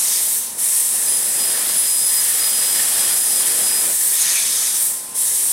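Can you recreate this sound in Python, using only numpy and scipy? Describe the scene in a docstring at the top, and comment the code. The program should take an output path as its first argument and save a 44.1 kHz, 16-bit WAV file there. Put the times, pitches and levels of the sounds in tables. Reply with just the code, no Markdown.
"""First comes a bright hiss: gas from the nozzle of a laser that cuts a turning steel tube in a workshop.
In the cut the gas roars, rings the tube and throws sparks, and the pulsing beam adds a thin whistle.
With the cutting head lifted, the jet spreads into a broader rush and blows across the tube's rim.
The hiss dies away twice, before and after the cut, as the gas valve shuts. Machines hum behind it all."""
import sys
import numpy as np
from scipy import signal
from scipy.fft import rfft, irfft, next_fast_len
from scipy.io import wavfile
from scipy.ndimage import uniform_filter1d, map_coordinates

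SR = 44100
rng = np.random.default_rng(int(sys.argv[2]) if len(sys.argv) > 2 else 0)


def generate_wav(signal):
    """Clip the signal to [-1, 1] and save it as 16-bit WAV at the path in sys.argv[1]."""
    frames = np.transpose(np.atleast_2d(signal))
    scaled = np.clip(frames, -1, 1) * 32767
    pcm = np.round(scaled).astype(np.int16)
    wavfile.write(sys.argv[1], SR, pcm)


N = 243431
T = np.arange(N) / SR  # the time of each sample [s]

# Levels in the tables are relative: the functions set how loud each sound ends up.
# the gas jet at full pressure: (time [s], hiss level [dB], fizz level [dB])
JET_LEVELS = [(0, -18, -30), (.39, -19.5, -23.5), (.6, -17, -27), (.85, -18, -27), (.92, -19.5, -30),
              (1.72, -20, -27.5), (1.98, -19, -28), (2.18, -18, -23.5), (2.45, -18.5, -26),
              (3.25, -18, -27.5), (3.85, -18.5, -27), (4.14, -17.5, -23), (4.29, -19, -31),
              (4.72, -20, -30.5), (4.87, -17.5, -22), (5.2, -17.5, -28.5), (5.52, -19, -29)]
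# the jet splashing on the tube, one curve for each lift of the head: (time [s], level [dB])
HEAD_LIFTS = [
    [(0, -28.5), (.18, -27.5), (.3, -40), (.5, -29)],
    [(4.03, -41), (4.16, -30), (4.26, -23.3), (4.53, -27), (4.67, -25.5), (4.79, -33.5)],
]
# the gas valve, one row for each blow: (opening time [s], closing time [s])
VALVE_TIMES = [(-.5, .36), (.568, 4.85), (5.138, 6)]
# the tone of the jet's hiss, its fine high fizz and its splash: (frequency [Hz], level [dB])
HISS_SPECTRUM = [(600, -40.5), (2600, -25), (3500, -20), (4500, -19), (5500, -14.5), (6500, -13.5),
                 (7000, -12.5), (7400, -8), (8100, -3), (9100, -0.5), (10300, -2.5), (11200, -4),
                 (12200, -14), (16000, -24)]
FIZZ_SPECTRUM = [(7000, -39), (10500, -14), (12000, 5.5), (13300, -1), (14500, 0.5), (16000, -10)]
SPLASH_SPECTRUM = [(300, -43), (700, -15), (1300, -12.5), (2200, -6), (2800, -8.5), (3600, -0.5),
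                   (4300, -3), (5400, 1), (6550, 4), (7100, 0), (10000, -30), (16000, -36)]
# the pitches at which the hollow tube rings: (frequency [Hz], width [Hz], level [dB])
TUBE_RESONANCES = [(1270, 90, -3), (1840, 310, 2.5), (2048, 530, -4), (3110, 180, 0)]
# the cut, once round the tube: (time [s], roar level [dB], rasp level [dB])
CUT_LEVELS = [(.92, -41, -46), (1.12, -42.5, -38), (1.32, -39.5, -42), (1.41, -38.5, -33),
              (1.74, -40.5, -33), (1.97, -51, -39), (2.18, -49, -35.5), (2.39, -42.5, -32.5),
              (3.11, -38.5, -30), (3.24, -42, -40), (3.42, -39, -32), (3.91, -36, -37)]
# the tone of the cut's low roar and its higher rasp: (frequency [Hz], level [dB])
ROAR_SPECTRUM = [(25, -22), (55, -14), (85, -7), (140, -5), (230, 4), (300, 2), (480, 5), (750, 3),
                 (1100, -5.5), (1500, 0), (2500, 0), (5000, -25)]
RASP_SPECTRUM = [(300, -23), (800, -1), (1400, -1), (2100, -5), (2700, -3), (3300, 5), (3800, 2), (4800, 4),
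                 (5800, 4), (7000, -11), (12000, -30)]
# stretches where the beam whistles clearly, on a base note and the octave above it:
# (start [s], end [s], base level midway [dB], octave level [dB], rise of base level [dB/s])
CLEAR_WHISTLES = [(1.08, 1.17, -30.5, -21.5, 0), (1.38, 1.61, -31.5, -24, -20), (1.77, 2.1, -30.5, -20, 8),
                  (2.14, 2.195, -25.5, -25, 0), (2.41, 2.83, -29, -28, -15), (2.97, 3.4, -33, -29, 10),
                  (3.62, 3.82, -29.5, -27, 0)]
# short notes from the tube: the first is the air inside the tube ringing during the cut, the rest are blown on
# its rim by the jet: (peak time [s], pitch [Hz], width [Hz], swell time [s], level [dB])
TUBE_NOTES = [(3.598, 486, 25, 0.037, -37), (4.218, 6650, 550, 0.012, -21.5), (4.22, 9100, 1100, 0.011, -19),
              (4.285, 1840, 300, 0.12, -37.5), (4.31, 6660, 400, 0.061, -33),
              (4.326, 2420, 600, 0.077, -34.5), (4.372, 2400, 250, 0.013, -27)]
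# the tone of the air noise from the machines: (frequency [Hz], level [dB])
AIR_SPECTRUM = [(20, -22), (40, -22), (55, -16), (85, -10.5), (150, -3), (230, -3), (320, -4), (500, 2),
                (900, -3), (1400, -6.5), (3000, -9.5), (7000, -4.5), (9000, -11.5), (15000, -31)]
# the hum of fans, pumps and drives: (start [s], end [s], pitch [Hz], level [dB])
HUM_TONES = [(0, 5.52, 53.8, -69), (0, 5.52, 231.5, -60), (0, 5.52, 328, -61), (0, 5.52, 838, -57),
             (4.698, 5.52, 899, -55.5), (0, 5.52, 938, -57.5), (0, 5.52, 1038, -52.5)]
# how long the workshop echoes: (frequency [Hz], time to fade by 60 dB [s])
ECHO_TIMES = [(150, 0.4), (2000, 0.56), (9000, 0.26), (16000, 0.087)]
# scattered sound that makes left and right differ: (frequency [Hz], level [dB])
SCATTER_SPECTRUM = [(30, -44), (85, -45), (170, -34), (350, -17.5), (700, -14.5), (1100, -11.5),
                    (1500, -17), (2000, -25), (3200, -23), (5200, -15), (9500, -19), (13000, -33)]
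# the hiss is a little stronger on the left: (frequency [Hz], boost [dB])
LEFT_BOOST = [(2000, 0), (5000, 0.35), (9000, 0.2), (13000, 0)]


def gas_jet(flutter_db=0.51, sway_db=0.09, hiss_db=0.5, splash_db=1, ring_db=-26, head_down_db=-39):
    """Gas pressure drives a hiss, a fizz and a broader splash; they flutter together and ring the tube."""
    pressure = gas_valve()
    full_hiss, full_fizz = gains(JET_LEVELS)
    hiss_gain = full_hiss * pressure
    fizz_gain = full_fizz * pressure ** 1.2  # the fizz fades faster than the hiss
    lift_power = sum(gains(lift)[0] ** 2 for lift in HEAD_LIFTS)
    splash_gain = pressure * np.sqrt(amp(head_down_db) ** 2 + lift_power)  # faint with the head down
    hiss = amp(hiss_db) * hiss_gain * rushing_noise(HISS_SPECTRUM, patchy_db=0.81)
    fizz = fizz_gain * rushing_noise(FIZZ_SPECTRUM, patchy_db=1)
    splash = amp(splash_db) * splash_gain * rushing_noise(SPLASH_SPECTRUM, patchy_db=2.1)
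    ring = amp(ring_db) * hiss_gain * resonate(turbulence(patchy_db=2.3), TUBE_RESONANCES)
    return (hiss + fizz + splash + ring) * amp(flutter_db * wobble(70) + sway_db * wobble(20))


def gas_valve(rise_s=.026, drain_db_per_s=75, leak_db=-4.5, leak_db_per_s=41):
    """Gas pressure from 0 to 1: each blow builds fast, holds and drains away; the hose empties last."""
    blows = []
    for opens, closes in VALVE_TIMES:
        open_s, shut_s = np.maximum(T - opens, 0), np.maximum(T - closes, 0)
        fall_db = np.maximum(-drain_db_per_s * shut_s, leak_db - leak_db_per_s * shut_s)
        blows.append((1 - np.exp(-open_s / rise_s)) * amp(fall_db))
    return np.max(blows, axis=0)


def cut(ring_db=-8, sputter_db=1, sparks_per_s=500, spark_db=-5):
    """Gas roars and rasps through the cut in spurts and blows out melted steel as crackling sparks."""
    roar_gain, rasp_gain = gains(CUT_LEVELS, edge_s=0.02)
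    roar = rushing_noise(ROAR_SPECTRUM, patchy_db=0.9)
    rasp = rushing_noise(RASP_SPECTRUM, patchy_db=-0.1)
    ring = amp(ring_db) * resonate(turbulence(patchy_db=4.5), TUBE_RESONANCES)
    pops = (rng.random(N) < sparks_per_s / SR) * rng.standard_normal(N)
    pop_spectrum = [(500, -10), (2500, 9.5), (9000, 6), (16000, -3.0)]  # (frequency [Hz], level [dB])
    sparks = amp(spark_db) * unit(filtered(pops, lambda hz: amp(along(pop_spectrum, hz))))
    return (roar_gain * roar + rasp_gain * (rasp + ring + sparks)) * amp(sputter_db * wobble(60))


def beam_whistle(pulse_hz=5000, edge_s=0.018, swell_db=1.2, sputter_db=4, flicker_db=1.4):
    """Each laser pulse puffs out vapour; the puffs make a thin whistle, now faint and now clear."""
    faint = held(CLEAR_WHISTLES[0][0], CLEAR_WHISTLES[-1][1], edge_s)
    base, octave = faint * amp(-36.5), faint * amp(-28.5)
    for start, end, base_db, octave_db, rise_db_per_s in CLEAR_WHISTLES:
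        gate = held(start, end, edge_s)
        from_middle_s = np.clip(T, start, end) - (start + end) / 2
        base = np.maximum(base, gate * amp(base_db + rise_db_per_s * from_middle_s))
        octave = np.maximum(octave, gate * amp(octave_db))
    base *= amp(swell_db * wobble(21))
    octave *= amp(sputter_db * np.tanh(2 * wobble(25.87)))
    whistle = np.zeros(N)
    for harmonic, gain in [(1, base * amp(-3)), (2, octave * amp(-3.5)), (3, base * amp(-15))]:
        drift, roughness = .3 * wobble(23.7), 0.18 * wobble(130)
        phase = 2 * np.pi * harmonic * pulse_hz * T + drift + roughness
        whistle += gain * amp(flicker_db * wobble(70)) * np.sqrt(2) * np.sin(phase)
    return whistle


def tube_notes():
    """The air inside the tube rings once during the cut, and the jet blows short, breathy notes as it sweeps an
    edge of the turning tube."""
    notes = np.zeros(N)
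    for peak_s, hz, width_hz, swell_s, db in TUBE_NOTES:
        swell = np.exp(-.5 * ((T - peak_s) / swell_s) ** 2)
        notes += amp(db) * swell * resonate(rng.standard_normal(N), [(hz, width_hz, 0)])
    return notes


def machines(air_db=-41, unsteady_db=2, fade_s=0.055):
    """Fans, pumps and drives make a steady rush of air and slightly unsteady humming tones."""
    sound = amp(air_db) * rushing_noise(AIR_SPECTRUM, patchy_db=1.5)
    for start, end, hz, db in HUM_TONES:
        gain = held(start, end, fade_s) * amp(db + unsteady_db * wobble(4.25))
        sound += gain * np.sqrt(2) * np.sin(2 * np.pi * hz * T + .5 * wobble(6))
    return sound


def workshop_echo(sound, tail_db=-12, wall_db=-12, wall_delay_s=.0327, dull_above_hz=7000):
    """One wall throws the sound back and the whole room adds a fading tail; both come back duller."""
    hz, t, noise = signal.stft(rng.standard_normal(SR // 2), SR, nperseg=256)
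    fade = amp(-60 * t / along(ECHO_TIMES, hz)[:, None])
    tail = signal.istft(noise * fade, SR, nperseg=256)[1]
    tail = np.pad(tail, (SR // 200, 0)) / np.linalg.norm(tail)  # starts 5 ms late
    room = amp(tail_db) * signal.fftconvolve(sound, tail)[:N]
    wall = amp(wall_db) * np.pad(sound, (round(wall_delay_s * SR), 0))[:N]
    return sound + filtered(room + wall, lambda f: 1 / (1 + (f / dull_above_hz) ** 2))


def left_and_right(sound):
    """Both sides hear nearly the same; scattered sound makes the small difference."""
    scatter = rng.standard_normal(SR // 16) * np.linspace(1, 0, SR // 16)

    def side_response(hz):
        """Scattering scrambles the phase, and the highs lean a little to the left."""
        scrambled = np.exp(1j * np.angle(rfft(scatter, 2 * len(hz) - 1)))
        return amp(along(SCATTER_SPECTRUM, hz)) * scrambled + amp(along(LEFT_BOOST, hz)) - 1

    side = filtered(sound, side_response)
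    return np.array([sound + side, sound - side])


def turbulence(patchy_db):
    """Swirling gas: white noise whose strength drifts in patches of time and frequency."""
    noise = signal.stft(rng.standard_normal(N), nperseg=512)[2]
    patches = uniform_filter1d(rng.standard_normal(noise.shape), size=9, axis=0)  # blur in frequency
    patches = uniform_filter1d(patches, size=8, axis=1)  # blur in time
    return signal.istft(noise * amp(patchy_db * unit(patches)), nperseg=512)[1][:N]


def rushing_noise(spectrum, patchy_db):
    """Swirling noise with the given tone, at strength 1."""
    return unit(filtered(turbulence(patchy_db), lambda hz: amp(along(spectrum, hz))))


def resonate(sound, resonances):
    """Keep the sound near each ringing pitch and little else, at strength 1."""
    def peak(f, hz, width):
        return (1j * f * width / (hz * hz - f * f + 1j * f * width)) ** 2

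    return unit(filtered(sound, lambda f: sum(amp(db) * peak(f, hz, w) for hz, w, db in resonances)))


def filtered(sound, response):
    """Multiply each frequency in the sound by response(frequency)."""
    size = next_fast_len(N + SR // 2)
    return irfft(rfft(sound, size) * response(np.fft.rfftfreq(size, 1 / SR)), size)[..., :N]


def gains(rows, edge_s=.044):
    """Turn each dB column into a volume curve that fades out before the first row and after the last."""
    times, *columns = np.transpose(rows)
    outside_s = np.maximum(times[0] - T, 0) + np.maximum(T - times[-1], 0)
    return [amp(np.interp(T, times, db)) * np.exp(-outside_s / edge_s) for db in columns]


def held(start, end, edge_s):
    """A volume curve that is 1 from start to end and fades on both sides."""
    return gains([(start, 0), (end, 0)], edge_s)[0]


def wobble(per_s):
    """A smooth curve through per_s random values each second."""
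    return map_coordinates(rng.standard_normal(int(N * per_s / SR) + 4), [T * per_s])


def along(points, hz):
    """Read between the rows of a (frequency [Hz], value) table, with octaves evenly spaced."""
    frequencies, values = np.transpose(points)
    return np.interp(np.log(hz + 1), np.log(frequencies), values)


def amp(db):
    """Turn decibels into a volume factor."""
    return 10 ** (np.asarray(db) / 20)


def unit(x):
    """Scale to an average strength (rms) of 1."""
    return x / np.sqrt(np.mean(x ** 2) + 1e-20)


def scene():
    """The gas and sparks echo round the workshop; the whistle and the machines join them."""
    cutting = workshop_echo(gas_jet() + tube_notes() + cut())
    return left_and_right(cutting + beam_whistle() + machines())


def record(dry):
    """Take out the very highest sounds, above 15850 Hz."""
    return filtered(dry, lambda hz: hz < 15850)


dry = scene()
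out = record(dry)
generate_wav(out)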